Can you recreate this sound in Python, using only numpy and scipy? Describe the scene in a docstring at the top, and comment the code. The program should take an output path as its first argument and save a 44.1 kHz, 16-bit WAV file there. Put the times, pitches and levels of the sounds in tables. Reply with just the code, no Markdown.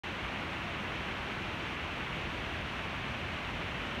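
"""A steady, close rustle: a dense heap of honeybees crawling over cardboard in front of a hive.
Thousands of feet tick and scrape, and the card gives them all its colour.
Under the rustle sits the hum of many shivering wings, one puff of air per beat,
and behind that a soft low rumble of outdoor air."""
import sys
import numpy as np
from scipy import signal
from scipy.fft import rfft, irfft
from scipy.io import wavfile

SR = 44100
rng = np.random.default_rng(int(sys.argv[2]) if len(sys.argv) > 2 else 0)


def unload_wav(signal):
    """Save mono or channel-first audio to the path in sys.argv[1] as 16-bit WAV at rate SR, clipped to [-1, 1]."""
    wavfile.write(
        sys.argv[1],
        SR,
        np.round(np.clip(np.atleast_2d(signal).T, -1, 1) * 32767).astype(np.int16),
    )


N = 176400

# The tone of a footfall on cardboard. Each row: frequency in Hz, relative gain in dB.
CARDBOARD_EQ = [(100, -15), (300, 0.5), (490, -2.5), (600, 0), (760, -0.76), (1100, .5), (1800, -0.5),
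                (2650, 0), (3100, -3.5), (3800, -11.5), (4450, -17), (4900, -23), (5250, -22), (6000, -23),
                (7600, -32), (9100, -33.5), (9900, -36), (10450, -41.5), (10900, -38), (12000, -39),
                (15500, -45)]
# The tone shaping of the wing puffs. Each row: frequency in Hz, relative gain in dB.
WING_EQ = [(70, -9), (120, 3.5), (175, 0.5), (245, -4), (315, -2.5), (450, -13.5), (900, -18),
           (2500, -25.5), (6000, -63)]
# The bass-heavy tone of outdoor air. Each row: frequency in Hz, relative gain in dB.
AIR_EQ = [(15, -60), (25, -21), (35, -12), (54, -0.5), (70, -2), (94, 1), (110, -7), (250, -12.5),
          (500, -19.5), (2000, -41), (8000, -68)]
# The rise and fall of the wing hum. Each row: time in seconds, level in dB.
HUM_FADER = [(0, -45.5), (.35, -48), (.52, -45), (.8, -45), (1.1, -49), (1.35, -44.5), (1.85, -49.5),
             (2.05, -46.5), (2.55, -45), (2.8, -48.5), (3.1, -44.5), (3.35, -48.5), (3.55, -46), (4, -45)]
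# The gentle swells of the rumble. Each row: time in seconds, level in dB.
AIR_FADER = [(0, -51), (.2, -48.5), (.29, -44), (.4, -45), (.7, -46), (1.05, -45.5), (1.5, -43.5),
             (1.9, -45), (2.2, -45), (2.4, -41.5), (2.6, -43.5), (2.8, -46), (3.12, -46), (3.33, -45),
             (3.6, -44.5), (4, -46)]

STEPS_PER_S, STEP_SPREAD_DB = 14000, 1.5
STEPS_DB, SCRAPE_DB = -43, -41.5
BUSTLE_DB, BUSTLE_PER_S = 0.14, 12   # the whole heap stirs and settles
FLICKER_DB, FLICKER_PER_S = 0.4, 18
WING_LOW_HZ, WING_HIGH_HZ = 109.98, 249.75
WANDER_SHARE, WANDER_PER_S = .05, 3   # each bee's beat rate wavers
FANNING_DB, FANNING_PER_S = 3.5, 3.1   # each bee fans harder and softer


def crawling_bees():
    """Feet tick, legs and bodies slide over each other, and both sound through the cardboard."""
    bustle = from_db(BUSTLE_DB * drift(BUSTLE_PER_S))
    footfalls = rng.random(N) < STEPS_PER_S * bustle / SR
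    accent_db = STEP_SPREAD_DB * np.minimum(rng.exponential(1, N), 5)
    polarity = rng.choice([-1, 1], N)
    ticks = from_db(STEPS_DB) * equalise(footfalls * from_db(accent_db) * polarity, CARDBOARD_EQ)
    scrape = from_db(SCRAPE_DB) * equalise(rng.standard_normal(N), CARDBOARD_EQ)
    return flicker(bustle * (ticks + scrape))


def flicker(rustle, bands=10):
    """Overlapping bands of the rustle each swell and sink a little on their own."""
    centres = np.log(np.geomspace(400, 14000, bands))
    bins, spectrum = log_bins(), rfft(rustle)
    mix = np.zeros(N)
    for solo in np.eye(bands):
        band = irfft(spectrum * np.interp(bins, centres, solo), N)
        mix += band * from_db(FLICKER_DB * drift(FLICKER_PER_S))
    return mix


def wing_hum(bees=24):
    """Each bee gives one puff per wingbeat, at a wandering rate and strength of its own."""
    puffs = np.zeros(N)
    for centre_hz in np.geomspace(WING_LOW_HZ, WING_HIGH_HZ, bees):
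        start_phase = rng.random()
        beat_hz = centre_hz * np.exp(WANDER_SHARE * drift(WANDER_PER_S))
        beat_count = np.floor(start_phase + np.cumsum(beat_hz) / SR)
        puffs += np.diff(beat_count, prepend=0) * from_db(FANNING_DB * drift(FANNING_PER_S))
    low_cut = signal.butter(2, 70, "high", fs=SR, output="sos")
    puffs = signal.sosfilt(low_cut, puffs - puffs.mean())
    return fader(HUM_FADER) * equalise(puffs, WING_EQ)


def outdoor_air():
    """A bed of low, gently swelling noise."""
    return fader(AIR_FADER) * equalise(rng.standard_normal(N), AIR_EQ)


def from_db(db):
    """Decibels to gain."""
    return 10 ** (np.asarray(db) / 20)


def rms_one(x):
    """Scale to rms 1."""
    return x / np.sqrt(np.mean(x ** 2) + 1e-20)


def drift(per_s):
    """Slow random modulation with a spread of 1."""
    hop, run_in = 40, 2000   # samples per control step, steps to settle
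    pole = np.exp(-2 * np.pi * per_s * hop / SR)
    noise = rng.standard_normal(N // hop + run_in + 2)
    slow = signal.lfilter([1], [1, -2 * pole, pole * pole], noise)[run_in:]
    return np.interp(np.arange(N) / hop, np.arange(len(slow)), rms_one(slow - slow.mean()))


def log_bins():
    """Log frequency of every spectral bin."""
    return np.log(np.maximum(np.arange(N // 2 + 1) * SR / N, 1))


def equalise(x, curve):
    """Apply an EQ curve, then scale to rms 1."""
    hz, db = np.transpose(curve)
    gain = from_db(np.interp(log_bins(), np.log(hz), db))
    return rms_one(irfft(rfft(x) * gain, N))


def fader(rows):
    """The gain of a level curve at every sample."""
    return from_db(np.interp(np.arange(N) / SR, *np.transpose(rows)))


def scene():
    """Rustle, hum and air, mixed to mono."""
    return (crawling_bees() + wing_hum() + outdoor_air())[None]


def record(dry):
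    """A moment of silence, a snap fade-in and a steep high cut."""
    start_s, fade_s, cutoff_hz = 0.0345, 0.0017, 15750
    fade_in = np.clip((np.arange(N) / SR - start_s) / fade_s, 0, 1)
    high_cut = signal.ellip(12, .1, 70, cutoff_hz, fs=SR, output="sos")
    return signal.sosfilt(high_cut, dry * fade_in)


dry = scene()
out = record(dry)
unload_wav(out)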